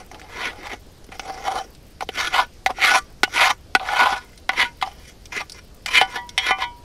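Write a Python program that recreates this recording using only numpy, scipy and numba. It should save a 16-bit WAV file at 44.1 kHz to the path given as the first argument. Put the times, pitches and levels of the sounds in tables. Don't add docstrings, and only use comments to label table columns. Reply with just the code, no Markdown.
import sys
import numpy as np
from scipy import signal
from scipy.io import wavfile
from scipy.ndimage import uniform_filter1d
from numba import njit

SR = 44100
rng = np.random.default_rng(int(sys.argv[2]) if len(sys.argv) > 2 else 0)


def wrap_up_sound(samples):
    columns = np.atleast_2d(samples).T
    tamed = np.clip(columns, -1, 1)
    steps = np.round(tamed * 32767).astype(np.int16)
    wavfile.write(sys.argv[1], SR, steps)


def ratio_of_db(decibels):
    return 10 ** (np.asarray(decibels, float) / 20)


N = 301627
HOP = 64

# start in seconds, blow peak
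# in dB, then belly, edge and thud in dB relative to it.
KNOCKS = [(0.114, -31, 3.5, -3, -16), (0.145, -26.5, -6, -11, -6), (0.2152, -26, -1, -9, -9),
          (1.0893, -39, -1, -16, 4), (1.1195, -49, 0, -18, -28), (1.1947, -13.5, 1.5, -11.5, -4.5),
          (2.0074, -14, 4, -10, -0.5), (2.0895, -13, 0, -17, -4), (2.6615, -2, 5, -10.5, -14.5),
          (2.7038, -19, 14, -10.5, 9), (3.2327, 7, -5, -15.5, -17.5), (3.7505, 9, -8.5, -20, -18),
          (4.4919, 0.5, -2.5, -25, -23), (4.8251, -8, 7, -14.5, -8), (4.874, -27, 14, -10, -24),
          (5.323, -28, -24, -22.5, -32), (5.8605, -3, -6.5, -14, -40), (6.0132, 1.5, -1, -17, -9.5),
          (6.378, -1.5, -15, -11.5, -36), (6.5084, -8.5, 5, -16.5, -6), (6.5853, -25.5, 1, -23, -13.5),
          (2.785, -26.5, 12, -18, -17), (3.2772, -31, 10.5, -22, -20), (2.026, -26.5, 13, 0.5, 9)]
# start in seconds, blow peak in dB, belly in dB relative to it.
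JOLTS = [(2.3484, -12, 0), (2.368, -16, 10), (2.8486, -0.5, -3), (3.3776, -7.5, -2), (3.7962, -20, -15),
         (3.888, -9.5, -22), (3.9922, -5, 2), (4.0512, -43, -4), (4.095, -27, 7), (4.5889, -13, -20),
         (5.9477, -8, -35)]
JOLT_EDGE_DB, JOLT_THUD_DB = -24, -24
# start in seconds, blow peak in dB, edge in dB relative.
TICKS = [
    (.1957, -29, -5),
    (1.042, -47.5, 10.5),
    (1.7488, -44.5, 8.5),
    (4.331, -41.5, 0),
    (4.376, -36, 3),
    (4.814, -15, -13),
    (5.2556, -38.5, 6.5),
    (5.4963, -38.5, 13.5),
    (5.5195, -44, 17),
    (6.291, -30, 4),
]
TICK_BELLY_DB, TICK_THUD_DB = -30, -19
LANDING_DAMP, LANDING_S = .13, .1

# peak, rise and fall in seconds, pressure in dB, belly in dB relative.
NUDGES = [(0.0, .01, 0.052, -44.5, 6), (.13, 0.037, 0.74, -53, 8.5), (.41, 0.14, 0.11, -28, -5.5),
          (0.466, 0.064, 0.064, -28, -9.5), (.56, 0.24, 0.067, -45, 5), (.66, 0.062, 0.1, -35, 2),
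          (0.733, 0.23, 0.046, -38, -0.5), (1.12, 0.0058, 0.063, -37.5, 2), (1.299, .11, 0.024, -37.5, 10),
          (1.38, 0.27, 0.037, -46, 9.5), (1.475, 0.057, .08, -27, 9), (1.58, 0.36, 0.088, -34, 8.5),
          (4.848, 0.0033, 0.15, -43.5, 4.5), (5.0, 0.45, 0.14, -55.5, -5), (5.098, 0.13, 0.033, -45.5, -16),
          (5.323, 0.0046, 0.069, -33, -2.5), (5.374, 0.055, 0.065, -25.5, -15),
          (5.418, 0.048, 0.0082, -29, 2), (5.55, 0.021, 0.046, -52, 1), (5.593, 0.088, 0.0046, -41.5, -11)]
# peak, rise and fall in seconds, pressure in dB, belly in dB relative.
SCRAPES = [(2.022, 0.0037, 0.019, -37, 15), (2.214, 0.089, .12, -19.5, -8.5), (2.39, 0.093, .055, -15, 1),
           (2.692, 0.0039, 0.045, -41.5, 18.5), (2.867, 0.086, 0.11, -12, -6),
           (2.953, 0.061, 0.043, -15.5, 0.5), (2.979, 0.052, 0.016, -17, -11), (3.37, 0.075, .08, -37, -1),
           (3.424, 0.097, 0.085, -9.5, -5), (3.504, 0.1, 0.025, -18.5, 0.5),
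           (3.80, 0.0085, 0.086, -43, 16.5), (3.901, 0.13, 0.36, -30.5, 3), (4.022, 0.12, 0.049, -13, -2),
           (4.061, 0.027, .12, -12, 2), (4.165, 0.099, 0.032, -38, 5), (4.518, 0.0046, 0.19, -38, 1.5),
           (4.607, 0.051, 0.066, -13.5, -8), (5.876, 0.0095, 0.15, -30.5, -5),
           (5.965, 0.061, 0.082, -13, -13.5), (6.055, 0.0051, .07, -45, 3), (6.168, 0.1, 0.035, -27, -2.5),
           (6.396, 0.011, 0.17, -29.5, -9), (6.497, 0.1, 0.028, -20, -8.5),
           (6.632, 0.059, 0.025, -23, -1.5)]
EASE_DB, EASE_BEND = 25, 1.48
BELLY_PER_DB, EDGE_DB, EDGE_PER_DB = 0.1909, -8.5, 0.2223
PRESSED_DB = -56
# time in seconds, drop in dB, length in seconds.
SKIPS = [
    (0.445, 6, .008),
    (.477, 10, 0.0048),
    (0.686, 10, 0.0074),
    (1.499, 5.5, 0.011),
    (1.535, 1, 0.017),
    (2.903, 1, 0.01),
    (3.401, 6.5, .004),
    (3.459, 1, 0.0019),
    (4.047, 8, 0.0051),
    (4.088, 9, 0.02),
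]
# time in seconds, favoured rim mode in Hz, favoured body mode in Hz, tilt as extra edge hiss in dB.
PLACE = [(0, 865, 1860, 1), (.45, 960, 1850, -1), (1.3, 770, 1930, 3), (1.6, 770, 1780, 3.5),
         (2.2, 1094, 1750, 3), (2.33, 1245, 1640, 0), (2.43, 967, 1512, -3), (2.82, 1256, 2020, 0.5),
         (2.95, 1074, 1550, 5.5), (3.4, 977, 1885, 3.5), (3.8, 844, 1674, -1), (4.1, 1000, 1720, -0.5),
         (4.55, 990, 2060, -1.5), (5.1, 960, 2490, 7.5), (5.35, 950, 1950, 1.5), (5.9, 990, 2410, 3.5),
         (6.12, 985, 1770, 0.5), (6.45, 1020, 2110, -0.5)]
CENTRE_HZ, LEAN_DB = 762, 3.5

PAN_HZ = [330, 460, 768, 823, 964, 1010, 1174, 1478, 1742, 1970, 2090, 2186, 2388, 2540, 2815, 2930, 3038,
          3292, 3480, 3620, 3790, 4000, 4235, 4370, 4592, 5100, 5400, 5615, 5850, 6380]
# level in dB, time to fall 60 dB in seconds.
PAN = [(-14.5, 0.11), (0, 0.048), (9, 0.2), (6, 0.088), (-2.5, 0.99), (5, 0.072), (0, 0.54), (6.5, 0.23),
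       (-4.5, 0.11), (-6.5, 0.18), (-0.5, 0.1), (-7, 0.27), (-4, .18), (-15, 0.13), (-18, 0.17), (0, 0.072),
       (4, 0.62), (4, 0.3), (-5.5, 0.081), (1.5, 0.15), (-3, .08), (-2.5, 0.12), (-22.5, 0.1), (0.5, 0.12),
       (-13, 0.28), (-8.5, 0.049), (-31.5, 0.067), (-7.5, 0.3), (-34, .1), (-45, 0.18)]
BAND_EDGES_HZ = [550, 1300, 4500]
MODE_SHARE = [.3, .95, .75, .2]
# time in seconds, damping from 0 to 1.
DAMPING = [
    (0, .28),
    (1.2, .17),
    (2, .24),
    (4.4, .2),
    (4.66, .12),
    (5.8, .16),
    (6.02, .04),
    (6.84, .04),
]
# frequency in Hz, level in dB per Hz.
CLATTER = [(90, -46), (250, -15), (450, -12), (650, -28.5), (800, -3), (1300, -10), (2200, 5), (5600, -9),
           (7500, -20), (10000, -18), (13500, -34.5), (15300, -31)]
CLATTER_T60 = [0.018, 0.017, 0.045, 0.046]
# start in seconds, peak in dB,
# frequency in Hz, time to fall 60 dB in seconds.
RINGS = [(4.492, -3.5, 2000, 0.038), (4.492, -16.5, 1130, .045), (3.233, -21, 2930, 0.11),
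         (2.972, -19.5, 1174, 0.13), (3.509, -43, 960, 0.096), (4.649, -28.5, 950, 0.2),
         (4.65, -23, 1475, 0.11), (6.016, -35, 972, 0.94), (6.179, -31.5, 964, 0.38),
         (6.18, -27, 1955, 0.18), (6.51, -12.5, 2040, 0.1), (6.509, -21.5, 2385, 0.18),
         (6.508, -27, 1040, 0.23), (6.631, -22, 962, 0.42), (6.634, -35, 2300, 0.23),
         (6.632, -24.5, 3300, 0.12)]
# frequency in Hz, level in dB per Hz.
AIR = [(12, -19), (20, 11.5), (58, -9.5), (224, -18.5), (361, -20.5), (566, -23.5), (1050, -32.5),
       (1240, -33), (2180, -35), (3940, -35.5), (4930, -33.5), (6710, -40), (13600, -46.5), (15200, -62),
       (16500, -79)]
AIR_DB = -45
EDGE_HZ = 15700


def pan_modes(rub, blow):
    hz, (db, t60) = np.array(PAN_HZ), np.transpose(PAN)
    band, out = np.digitize(hz, BAND_EDGES_HZ), np.zeros((4, N))
    (t, pressure_db, _), belly_hz = pressure(), belly_tone()
    best_hz = [belly_hz, belly_hz, placed(t, column=2), belly_hz]
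    focus_octaves = (np.inf, .1, .5, np.inf)
    away = np.array([np.log2(f / best_hz[b]) / focus_octaves[b] for f, b in zip(hz, band)])
    landed = sum((t > k[0] - .003) * np.exp(-abs(t - k[0]) / LANDING_S) for k in KNOCKS if k[0] < 6)
    hard = sum(abs(t - k[0] - .002) < .005 for k in KNOCKS if k[1] > -9)
    focus_db = 16 - 9 * (band[:, None] < 2) * hard
    reach = ratio_of_db(db[:, None] - focus_db * np.tanh(away ** 2) + 3.6 * wander(count=len(PAN), per_s=22))
    pressed = pressure_db > PRESSED_DB
    damping = np.clip(np.interp(t, *np.transpose(DAMPING)) + LANDING_DAMP * landed, 0, 1)
    width_hz = (120 + 85 * pressed) * damping
    for k, b in enumerate(band):
        share = reach[k] * np.sqrt(MODE_SHARE[b] / np.sum(reach[band == b] ** 2, 0))
        turn, fade = np.exp(2j * np.pi * hz[k] / SR), ratio_of_db(-60 / t60[k] / SR)
        damp = np.exp(-np.pi * width_hz * (hz[k] / 2000) ** .6 / SR)
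        out[b] += ring(rub[b], .5 * blow[b], share, turn, fade, damp, HOP)
    lows_hz = [250, 700] + BAND_EDGES_HZ[1:]
    cuts = [signal.butter(5, .95 * low, "high", fs=SR, output="sos") for low in lows_hz]
    return sum(signal.sosfilt(cut, x) for cut, x in zip(cuts, out))


@njit
def ring(rub, blow, reach, turn, fade, damp, hop):
    out, state = np.zeros(len(rub)), 0j
    for i in range(len(rub)):
        r = fade * damp[i // hop]
        state = state * turn * r + reach[i // hop] * (rub[i] * np.sqrt(2 - 2 * r * r) + blow[i])
        out[i] = state.imag
    return out


def drives():
    t, blow, shake = np.arange(N) / SR, np.zeros((4, N)), np.zeros((4, N))
    at, db, belly_db = pressure()
    thud_db = 0.5 * np.maximum(db, belly_db) - 30.5 + 5.9 * (at < 1.8)
    edge_db = db + EDGE_DB + placed(at, column=3) - EDGE_PER_DB * np.maximum(db + 35.5, -32)
    rub = np.array([np.interp(t, at, ratio_of_db(c)) for c in (thud_db, belly_db, db, edge_db)])
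    u = np.arange(3000) / SR
    fades = ratio_of_db(-60 * u / np.array(CLATTER_T60)[:, None]) * (1 - np.exp(-u / .0003))
    chances = rng.standard_normal((len(blows()), 3000))
    for (s, db, belly, edge, thud), chance in zip(blows(), chances):
        start = round(s * SR)
        size = ratio_of_db(db + np.array([[min(thud, 9)], [belly], [0], [edge]]))
        bounce = (chance + 2.76 * (u == 0)) * np.exp(-u / 0.0007)
        blow[:, start:][:, :3000] += size * bounce / np.linalg.norm(bounce)
        shake[:, start:][:, :3000] += size * chance * fades * ratio_of_db(-5)
    return rub * grit(), blow, shake


def grit():
    struck = rng.random(N) < 900 / SR
    slips = struck * ratio_of_db(3 * np.minimum(rng.exponential(1, N), 4)) * rng.choice([-1, 1], N)
    t = np.arange(0, N + HOP, HOP) / SR
    skips_db = sum(db * np.exp(-((t - s) / length) ** 2) for s, db, length in SKIPS)
    clumps = np.repeat(ratio_of_db(2.2 * wander(count=1, per_s=90)[0] - skips_db), HOP)[:N]
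    return evened((evened(slips) + 0.93 * rng.standard_normal(N)) * clumps)


def blows():
    jolts = [(s, db, belly, JOLT_EDGE_DB, JOLT_THUD_DB) for s, db, belly in JOLTS]
    ticks = [(s, db, TICK_BELLY_DB, edge, TICK_THUD_DB) for s, db, edge in TICKS]
    return KNOCKS + jolts + ticks


def pressure():
    t = np.arange(0, N + HOP, HOP) / SR
    peak, rise, fall, db, belly = np.transpose(NUDGES + SCRAPES)[:, :, None]
    away = np.where(t < peak, (peak - t) / abs(rise), (t - peak) / abs(fall))
    eased = EASE_DB * np.minimum(away, 4) ** EASE_BEND
    body_db = 10 * np.log10(np.sum(ratio_of_db(db - eased) ** 2, 0))
    belly_db = 10 * np.log10(np.sum(ratio_of_db(db + belly - (1.5 - BELLY_PER_DB) * eased) ** 2, 0))
    return t, body_db, belly_db


def placed(t, column):
    return np.interp(t, np.transpose(PLACE)[0], np.transpose(PLACE)[column])


def belly_tone():
    t, body_db, belly_db = pressure()
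    lean = belly_db - body_db
    for s, db, belly, edge, thud in KNOCKS:
        lean = np.where((t > s - .003) & (t < s + .012), belly + 11.0, lean)
    rim_hz = placed(t, column=1)
    return rim_hz + (CENTRE_HZ - rim_hz) / (1 + np.exp(-np.clip((lean - 2.5) / LEAN_DB, -9, 9)))


def clatter(rub, shake):
    hz = np.fft.rfftfreq(4096, 1 / SR)
    below = [0] + [1 / (1 + (hz / edge) ** 8) for edge in BAND_EDGES_HZ] + [1]
    out = np.zeros(N)
    for b in range(4):
        colour = evened(ratio_of_db(read(CLATTER, hz)) * np.sqrt(np.clip(below[b + 1] - below[b], 0, 1)))
        force = (rub[b] + shake[b]) * np.sqrt(1 - MODE_SHARE[b])
        out += signal.oaconvolve(force, causal(colour))[:N]
    z = signal.stft(out, nperseg=128, noverlap=64)[2]
    patches = rng.standard_normal(z.shape[::-1]).T
    patches = uniform_filter1d(uniform_filter1d(patches, 4, 0), 20, 1)
    patches = evened(uniform_filter1d(patches, 10, 1))
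    return signal.istft(z * ratio_of_db(4.0 * patches - 2), nperseg=128, noverlap=64)[1][:N]


def ring_out():
    out, t = np.zeros(N + SR), np.arange(SR) / SR
    for s, db, hz, t60 in RINGS:
        swell = 1 - np.exp(-t / 0.0033)
        out[round(s * SR):][:SR] += ratio_of_db(db - 60 * t / t60) * swell * np.sin(2 * np.pi * hz * t)
    return out[:N]


def air():
    frames, hz = N // 256 + 5, np.fft.rfftfreq(1024, 1 / SR)
    a, b, patches = rng.standard_normal((frames, 513, 3)).T
    patches = evened(uniform_filter1d(uniform_filter1d(patches, 30, 0), 10, 1))
    level_db = read(AIR, hz)[:, None] + 1.7 * patches * np.minimum(hz / 900, 1)[:, None]
    bed = signal.istft((a + 1j * b) * ratio_of_db(level_db), nperseg=1024, noverlap=768)[1][:N]
    pops = (rng.random(N) < 25 / SR) * ratio_of_db(-46 + 2.1 * rng.exponential(1, N))
    t = np.arange(300) / SR
    pop = np.diff(rng.standard_normal(301)) * np.exp(-t / 0.0031)
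    return ratio_of_db(AIR_DB) * evened(bed) + signal.oaconvolve(pops, pop / abs(pop).max())[:N]


def evened(x):
    return x / np.sqrt(np.mean(x ** 2) + 1e-20)


def read(points, hz):
    f, value = np.transpose(points)
    return np.interp(np.log(hz + 1), np.log(f + 1), value)


def wander(count, per_s):
    knots = rng.standard_normal((count, int(N / SR * per_s) + 3))
    at = np.arange(0, N + HOP, HOP) / SR * per_s
    return np.array([np.interp(at, np.arange(len(k)), k) for k in knots]) * 1.2


def causal(gain):
    log_gain = np.log(np.maximum(np.r_[gain, gain[-2:0:-1]], 1e-4))
    return np.fft.ifft(np.exp(np.conj(signal.hilbert(log_gain)))).real[:len(gain)]


def scene():
    rub, blow, shake = drives()
    return (pan_modes(rub, blow) + clatter(rub, shake) + ring_out() + air())[None]


def low_pass(x):
    return signal.sosfilt(signal.butter(12, 16850, fs=SR, output="sos"), x)


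def record(dry):
    limited = .8 * np.tanh(dry / .8)
    edge = signal.firwin(255, EDGE_HZ, window=("kaiser", 5), fs=SR)
    return low_pass(signal.oaconvolve(limited, edge[None], "same"))


dry = scene()
out = record(dry)
wrap_up_sound(out)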